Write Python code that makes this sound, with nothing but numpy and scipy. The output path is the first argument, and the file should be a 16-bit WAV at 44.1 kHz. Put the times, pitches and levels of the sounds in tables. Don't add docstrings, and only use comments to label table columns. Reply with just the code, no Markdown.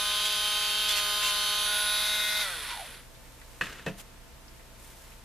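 import sys
import numpy as np
from scipy import signal
from scipy.fft import rfft, irfft, next_fast_len
from scipy.io import wavfile

SR = 44100
rng = np.random.default_rng(int(sys.argv[2]) if len(sys.argv) > 2 else 0)


def to_wav(s):
    ch = np.atleast_2d(s).T
    pcm = np.round(np.clip(ch, -1, 1) * 32767)
    wavfile.write(sys.argv[1], SR, pcm.astype(np.int16))


N = 231341
TIME = np.arange(N) / SR
OFF_S = 2.42
CUTOFF_HZ = 14300

# f/Hz, correlation [-1 to 1]
LIKENESS = [(60, 0.69), (120, 0.57), (230, 0.98), (460, 0.99), (910, 0.97), (1800, 1), (3560, 0.94),
            (7020, 0.38), (13900, 0.15)]
# f/Hz, relative level/dB
GRIT = [(300, -25), (900, -15.5), (2000, -6), (2800, -3), (3600, 2.5), (5000, -3), (7500, -5), (9000, -8),
        (14000, -10.5)]


def from_db(db):
    return 10 ** (np.asarray(db) / 20)


def rms_one(x):
    return x / np.sqrt(np.mean(x ** 2) + 1e-20)


def in_time(rows):
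    return np.interp(TIME, *np.transpose(rows))


def at_hz(points, hz):
    points = np.array(points)
    return np.interp(np.log(np.maximum(hz, 1)), np.log(points[:, 0]), points[:, 1])


def drift(rate):
    return np.interp(TIME * rate, np.arange(4096), rng.standard_normal(4096))


def swell(x, centre, width):
    return np.exp(-(2 * (x - centre) / width) ** 2)


def noise(spectrum, likeness=LIKENESS):
    size = next_fast_len(N)
    hz = np.arange(size // 2 + 1) * SR / size
    mid, side = rfft(rng.standard_normal((2, size)))
    alike = np.clip(at_hz(likeness, hz), -1, 1)
    both = np.sqrt(1 + alike) * mid + np.sqrt(1 - alike) * side * [[1], [-1]]
    return rms_one(irfft(both * from_db(at_hz(spectrum, hz)), size)[:, :N])


def partial(phase, hz, rough, wander):
    # f/Hz, level/dB
    lean = [(60, -0.5), (130, -3), (280, -3.5), (620, -1), (1350, 0.5), (2930, -0.5), (6370, -1),
            (13900, 0)]
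    step = 64
    t = TIME[::step]

    def chance(rate):
        values = rng.standard_normal((2, 1024))
        return np.interp(t * rate, np.arange(values.shape[1]), values[0] + 1j * values[1])

    alike = np.clip(at_hz(LIKENESS, hz), 0, 1)
    mid = 1 + wander * chance(6.21) + rough * chance(70)
    side = np.sqrt((1 - alike) / (1 + alike)) * chance(3.04)
    balance = from_db(at_hz(lean, hz) * np.array([[.5], [-.5]]))
    both = (mid + side * np.array([[1], [-1]])) * balance
    both = both / np.sqrt(np.mean(abs(both) ** 2) / 2)
    both = np.repeat(both, step, axis=1)[:, :N]
    phase = (phase % (2 * np.pi)).astype(np.float32)
    return both.real * np.cos(phase) + both.imag * np.sin(phase)


def ring(x, modes):
    out = 0
    for k, (hz, db, t60) in enumerate(modes):
        radius = from_db(-60 / (t60 * SR))
        w = 2 * np.pi * hz / SR
        poles = [1, -2 * radius * np.cos(w), radius * radius]
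        mode = signal.lfilter([0, np.sin(w)], poles, x + 1e-18)
        out = out + (-1) ** k * from_db(db) * mode
    return out


def grains(per_s, spread_db, life_s):
    sizes = from_db(spread_db * np.minimum(rng.exponential(1, N), 3))
    contacts = (rng.random(N) < per_s / SR) * sizes
    return rms_one(signal.lfilter([1], [1, -np.exp(-1 / (life_s * SR))], contacts + 1e-18))


def flare(order):
    # start t/s, end t/s, shaft multiple, level/dB
    flares = [(.43, .95, 15, -37), (0.91, 1.57, 21, -42.5), (.92, 1.62, 10, -50), (.92, 1.622, 7, -48.5),
              (1.22, 1.302, 5, -43), (1.418, 1.8, 50, -42), (1.66, 1.976, 7, -36.5),
              (1.85, 2.247, 18, -36.5)]
    fade_s = .06
    out = 0
    for start, end, k, db in flares:
        if round(k) == order:
            inside_s = np.minimum(TIME - start, end - TIME)
            out = out + from_db(db) * np.clip(inside_s / fade_s + .5, 0, 1)
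    return out


def background():
    # f/Hz, level/dB
    hum_tones = [(32.3, -54), (59.2, -58), (118.4, -60.5), (479.1, -71.5), (662.1, -67.5), (899.0, -66.5),
                 (1023, -71)]
    # f/Hz, relative level/dB
    room_colour = [(12, -35), (20, -5.5), (69, -4), (88, -17.5), (123, -10), (149, -13.5), (207, -13),
                   (231, -13), (446, -19), (484, -15), (751, -19.5), (886, -20), (1070, -20), (1860, -21.5),
                   (14200, -31.5)]
    # f/Hz, correlation [-1 to 1]
    room_likeness = [(60, 0.4), (180, 0.38), (530, 0.42), (1570, 0.46), (4670, 0.11), (13900, 0.43)]
    room_db = -52
    hum = 0
    for hz, db in hum_tones:
        phase = 2 * np.pi * hz * TIME + rng.uniform(0, 2 * np.pi) + 0.24 * drift(4.3)
        hum = hum + from_db(db) * np.sqrt(2) * np.sin(phase)
    hum = from_db(-3) * hum * from_db([[-.7], [.7]])
    return hum + from_db(room_db) * noise(room_colour, room_likeness)


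def whine(angle, shaft_hz, turn, slowing_db):
    # shaft multiple, relative level/dB
    facing = [(1, -23.5), (2, -16.5), (3, -10.5), (4, -12), (5, -4.5), (6, -6), (7, -11.5), (8, -13),
              (9, -16), (10, -16), (11, -15), (12, -8.5), (13, -8), (14, -10), (15, 4.5), (16, -3.5),
              (17, -2.5), (18, 0.5), (19, -3.5), (20, -11), (21, -5.5), (22, -6), (23, -6), (24, -14)]
    away = [(1, -22.5), (2, -23), (3, -10.5), (4, -14), (5, -9.5), (6, -14.5), (7, 0), (8, -11), (9, -7.5),
            (10, -0.5), (11, -14), (12, -3), (13, -13), (14, -14), (15, -14), (16, -2.5), (17, -1),
            (18, 3.5), (19, -4), (20, -11), (21, -9), (22, -7), (23, -31.5), (24, -8)]
    # f/Hz, relative level/dB
    brush_colour = [(2940, -34), (5000, -4), (5650, -11), (6300, -0.5), (6910, -12), (8010, -11),
                    (9260, -9), (9750, 2), (10300, -4), (11200, -6.5), (11800, -5.5), (14200, -10.5)]
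    facing_db, away_db, brush_db = -39.5, -39.5, -38.5
    beamed_orders = 7, 15, 18
    rotor, count = 0, len(facing)
    for k, ((_, near_db), (_, far_db)) in enumerate(zip(facing, away), 1):
        level_db = (1 - turn) * (facing_db + near_db) + turn * (away_db + far_db)
        gain = np.hypot(from_db(level_db), flare(k))
        wander = .07 if k in beamed_orders else 0.45 * np.sqrt(k / count)
        fade = from_db(slowing_db * (.9 + 0.81 * k))
        phase = k * angle + rng.uniform(0, 2 * np.pi)
        rotor = rotor + gain * fade * partial(phase, k * shaft_hz, rough=0.26 * k / count, wander=wander)
    brushes = 0
    for k in np.arange(count + 1, CUTOFF_HZ // shaft_hz):
        hz = k * shaft_hz
        phase = k * angle + rng.uniform(0, 2 * np.pi)
        tone = partial(phase, hz, rough=.5 * (hz / 9000) ** 2, wander=0.68)
        brushes = brushes + from_db(at_hz(brush_colour, hz) + rng.normal(0, 1.9)) * tone
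    return rotor + rms_one(brushes) * from_db(brush_db + 2.2 * turn + 11 * slowing_db)


def controller(angle):
    # offset in shaft multiples, level/dB with the tool facing
    chopper = [(-3, -58.5), (-1, -57.5), (0, -45), (1, -61.5), (3, -52)]
    chopper_hz = 1512
    carrier = 2 * np.pi * chopper_hz * TIME
    tones = 0
    for k, db in chopper:
        tones = tones + from_db(db) * partial(carrier + round(k) * angle, chopper_hz, rough=0.094, wander=0.024)
    return tones * np.clip((OFF_S - TIME) / 0.0094, 0, 1)


def rush(angle, turn, coasting, slowing_db, shudder_db):
    # f/Hz, relative level/dB
    air_facing = [(100, -34), (200, -34), (500, -22.5), (800, -17.5), (1200, -14.5), (1700, -9.5),
                  (2200, -12.5), (2700, -5), (3300, -4.5), (3700, -2), (4500, -6), (5200, -11),
                  (6300, -11.5), (7500, -17), (10000, -53)]
    air_away = [(150, -55), (250, -30), (409, -17), (539, -14), (597, -13), (833, -12), (991, -3.5),
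                (1210, -7), (1470, -0.5), (1620, -5), (1900, -2), (2860, -4.5), (3450, -3.5), (6070, -13.5),
                (8000, -19.5), (10400, -33), (17600, -120)]
    # f/Hz, relative level/dB
    hiss_colour = [(4120, -36), (7000, -18), (7810, -12.5), (9030, -6), (9470, -9.5), (10100, 0.5),
                   (10600, -7), (10900, -7), (12200, -12), (14200, -18.5)]
    chatter_colour = [(2000, -40), (3000, -25), (3400, -5), (3800, -8.5), (4200, -12.5), (7500, -25.5),
                      (14000, -38)]
    facing_db, away_db, hiss_db, chatter_db = -34, -37.5, -40, -37
    air_fall, hiss_fall, chatter_fall = 0.86, 1.02, 2.2

    once_a_turn = rms_one(np.exp(0.13 * np.cos(angle)))
    whirl = 0.55 * np.cos(angle / 4 + 0.67 * drift(24))
    rattle = from_db(turn * (whirl + 0.74 * drift(120)))

    near = np.sqrt(1 - turn) * noise(air_facing) * from_db(facing_db)
    far = np.sqrt(turn) * noise(air_away) * from_db(away_db)
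    bearings = (near + far) * from_db(air_fall * slowing_db + shudder_db - 0.47 * coasting)
    brushes = noise(hiss_colour) * from_db(hiss_db + hiss_fall * slowing_db + 1.3 * coasting)
    looseness = np.clip(1.8 * turn, 0, 1) ** 3
    chatter_gain = from_db(chatter_db + chatter_fall * slowing_db - 2.3 * coasting)
    chatter = noise(chatter_colour) * looseness * chatter_gain
    return (bearings + brushes + chatter) * once_a_turn * rattle


def rasp(angle):
    # t/s, length/s, pressure gain/dB, ringing of the part f/Hz
    touches = [(0.262, 0.03, -32, 3250), (0.906, .042, -27.5, 3480), (0.981, 0.045, -29, 2730),
               (1.264, 0.085, -30.5, 2737)]
    part_t60_s, part_share = 0.046, .85
    bite_s = .018
    bite = rms_one(np.exp(0.38 * np.cos(angle) + 0.26 * drift(700)))
    grit, out = noise(GRIT) * bite, 0
    for s, length, db, hz in touches:
        pressure = from_db(db) * np.clip((length / 2 - abs(TIME - s)) / bite_s + .5, 0, 1)
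        part = rms_one(ring(grit, [(hz, 0, part_t60_s)]))
        out = out + pressure * (0.98 * grit + part_share * part)
    return out


def squeal(angle, shaft_hz):
    squeal_s, length_s, squeal_db = 1.86, 0.59, -37
    sweep = from_db(squeal_db) * swell(TIME, squeal_s, length_s) / np.sqrt(2)
    out = 0
    for k in (49, 50):
        gain = np.hypot(sweep, flare(k))
        out = out + gain * partial(k * angle, k * shaft_hz, rough=0.26, wander=0.35)
    return out


def howl(angle, speed):
    # f/Hz, width/Hz, level/dB
    resonances = [(1490, 140, -38.5), (1003, 145, -43.5), (760, 160, -48.5)]
    order = 9
    ragged = np.interp(TIME, [2.56, 2.7], [.3, 1])
    middle = partial(order * angle + ragged * drift(160), 1000, rough=.4, wander=.1)
    flanks = 0
    for step in (-1, 1):
        flanks = flanks + partial((order + step) * angle + drift(150), 1000, rough=2.5, wander=0.092)
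    gain = 0
    for hz, width, db in resonances:
        gain = gain + from_db(db) / (1 + (2 * (order * speed - hz) / width) ** 2)
    return gain * (middle + .5 * ragged * flanks)


def rattle_down(angle, slowing_db, shudder_db):
    # f/Hz, relative level/dB, t60/s
    bearing_seat = [(1480, 1, 0.041), (1964, -5, 0.14), (2430, -5, 0.033), (3290, -6, 0.029),
                    (3630, -6.5, 0.022), (4350, -5, 0.029)]
    rattle_db, rattle_fall = -39, 1.15
    knocking = noise(GRIT) * np.exp(0.52 * np.cos(angle))
    gain = from_db(rattle_db + rattle_fall * slowing_db + shudder_db)
    return gain * rms_one(ring(knocking, bearing_seat))


def handling():
    # f/Hz, relative level/dB
    skin_colour = [(400, -7), (1000, -3.5), (3000, -2.5), (5000, -5), (7500, -2.5), (10000, -2),
                   (14000, -5.5)]
    # centre t/s, length/s, pressure gain/dB
    strokes = [(3.45, 1, -58.5), (4, 0.035, -44.5), (4.56, .18, -63), (4.885, 0.26, -53.5),
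               (5.085, 0.23, -57)]
    # t/s, peak level/dB, f/Hz
    ticks = [(3.15, -46, 3730), (3.415, -41.5, 1900), (3.997, -38, 3320), (4.48, -45, 5200),
             (4.595, -45, 2000), (4.83, -47, 9000), (5.119, -42, 2480)]
    slips = 0.75 + 0.34 * grains(per_s=250, spread_db=3, life_s=0.0028)
    pressure = sum(from_db(db) * swell(TIME, s, length) for s, length, db in strokes)
    out = noise(skin_colour) * pressure * from_db(1.2 * drift(40)) * slips
    for s, db, hz in ticks:
        touch = rng.standard_normal((2, N)) * np.exp(-abs(TIME - s) / 0.011) * (TIME > s)
        tick = ring(touch, [(hz, 0, .003)])
        out = out + from_db(db) * tick / np.abs(tick).max()
    return out


def room(x, early_db, late_db):
    t = TIME[:SR // 2]

    def tail(t60, delay):
        h = rng.standard_normal((2, len(t))) * from_db(-60 * t / t60) * (t > delay)
        h = h + 0.57 * h[::-1]
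        return h / np.sqrt(np.sum(h ** 2) / 2)

    early = from_db(early_db) * tail(t60=0.078, delay=0.0016)
    late = from_db(late_db) * tail(t60=0.51, delay=0.013)
    return x + signal.fftconvolve(x[None], early + late, axes=1)[:, :N]


def knocks():
    # t/s, housing impulse/dB, bench impulse/dB, contact edge f/Hz
    landings = [(3.6105, -14.5, -37, 3500), (3.6164, -35, -42, 5000), (3.6225, -43, -41, 5000),
                (3.634, -35, -54, 4000), (3.665, -33, -51, 4000), (3.755, -46, -52, 2500),
                (3.794, -35, -49, 2500), (3.863, -24.5, -22, 2000), (3.868, -25, -47, 2500),
                (3.876, -27, -25.5, 1500), (3.893, -49, -31, 1500)]
    # f/Hz, relative level/dB, t60/s
    housing_modes = [(1110, -13, 0.02), (1237, -15.5, 0.03), (1510, -9.5, 0.032), (1640, -6.5, 0.023),
                     (1760, -1.5, 0.02), (1930, -5.5, 0.027), (2450, -10, 0.022), (2616, -11, 0.043),
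                     (2870, -19, 0.043), (3120, -16, .03), (3600, -17, .01), (4240, -17, .018),
                     (5170, -26, 0.01), (6100, -22, 0.011), (7150, -23, .01)]
    bench_modes = [(126.4, -16, 0.15), (162, -12.5, 0.12), (196, -11, 0.245), (242, -12, 0.065),
                   (302, -7, 0.037), (439, -11.5, 0.081), (543, -10, 0.054), (694, -10, 0.06),
                   (970, -16.5, 0.041)]
    # t/s, initial gain/dB, t60/s
    settling = [(3.611, -35.5, 0.73), (3.863, -32.5, 0.13)]
    # f/Hz, relative level/dB
    buzz_colour = [(150, -4.5), (450, -2.5), (800, -14), (1300, -1.5), (1800, -1.5), (2200, -5), (2650, -2),
                   (3500, -7), (4300, -11.5), (5000, -13), (7000, -15.5), (9000, -19), (14000, -24)]
    housing, bench = np.zeros((2, N))
    for s, housing_db, bench_db, edge_hz in landings:
        at = round(s * SR)
        push = np.exp(-2 * np.pi * edge_hz * TIME[:SR // 100])
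        push = push / push.sum()
        housing[at:at + len(push)] += from_db(housing_db) * push
        bench[at:at + len(push)] += from_db(bench_db) * push
    dying = sum(from_db(db - 60 * abs(TIME - s) / t60) * (TIME > s) for s, db, t60 in settling)
    buzz = noise(buzz_colour) * dying * (0.51 + 0.51 * grains(per_s=350, spread_db=3.0, life_s=0.0043))
    shell = room(ring(housing, housing_modes) + 0.68 * housing, early_db=-3.5, late_db=-18)
    return shell + buzz + room(ring(bench, bench_modes), early_db=-3.0, late_db=-14)


def scene():
    # t/s, shaft turns per second/Hz
    motor_speed = [(0.0, 206.1), (0.3, 208.8), (0.32, 207.9), (0.87, 209.5), (0.97, 206.3), (1.22, 208.0),
                   (1.3, 205.7), (1.39, 206.8), (2.1, 209.6), (2.41, 209.1)]
    shaft_hz = np.mean(np.array(motor_speed)[:, 1])

    share = np.clip(1 - (TIME - OFF_S) / .725, 1e-3, 1) ** 1.19
    speed, slowing_db = in_time(motor_speed) * share, 20 * np.log10(share)
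    angle = 2 * np.pi * np.cumsum(speed * (1 + 0.00041 * drift(40.2))) / SR

    turn_start_s, turn_length_s = 1.54, 0.71
    turn = np.clip((TIME - turn_start_s) / turn_length_s, 0, 1)
    coasting = np.clip((TIME - OFF_S) / 0.028, 0, 1)

    shudder_db = 5 * swell(speed, centre=113, width=24) + 3 * swell(TIME, centre=2.41, width=.06)
    jitter = (0.0089 * turn + 0.051 * coasting) * drift(200)

    tones = whine(angle + jitter, shaft_hz, turn, slowing_db) + controller(angle) * from_db(-2.5 * turn)
    tones = tones + squeal(angle, shaft_hz) + coasting * howl(angle, speed)
    noisy = rush(angle, turn, coasting, slowing_db, shudder_db) + rasp(angle)
    noisy = noisy + coasting * rattle_down(angle, slowing_db, shudder_db)
    audible = np.clip((3.08 - TIME) / 0.092, 0, 1)
    tool = audible * (tones + noisy * from_db([[-.6], [.6]]))
    return background() + tool + handling() + knocks()


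def record(dry):
    lowpass = signal.ellip(12, .1, 80, CUTOFF_HZ, fs=SR, output="sos")
    return signal.sosfilt(lowpass, dry)


dry = scene()
out = record(dry)
to_wav(out)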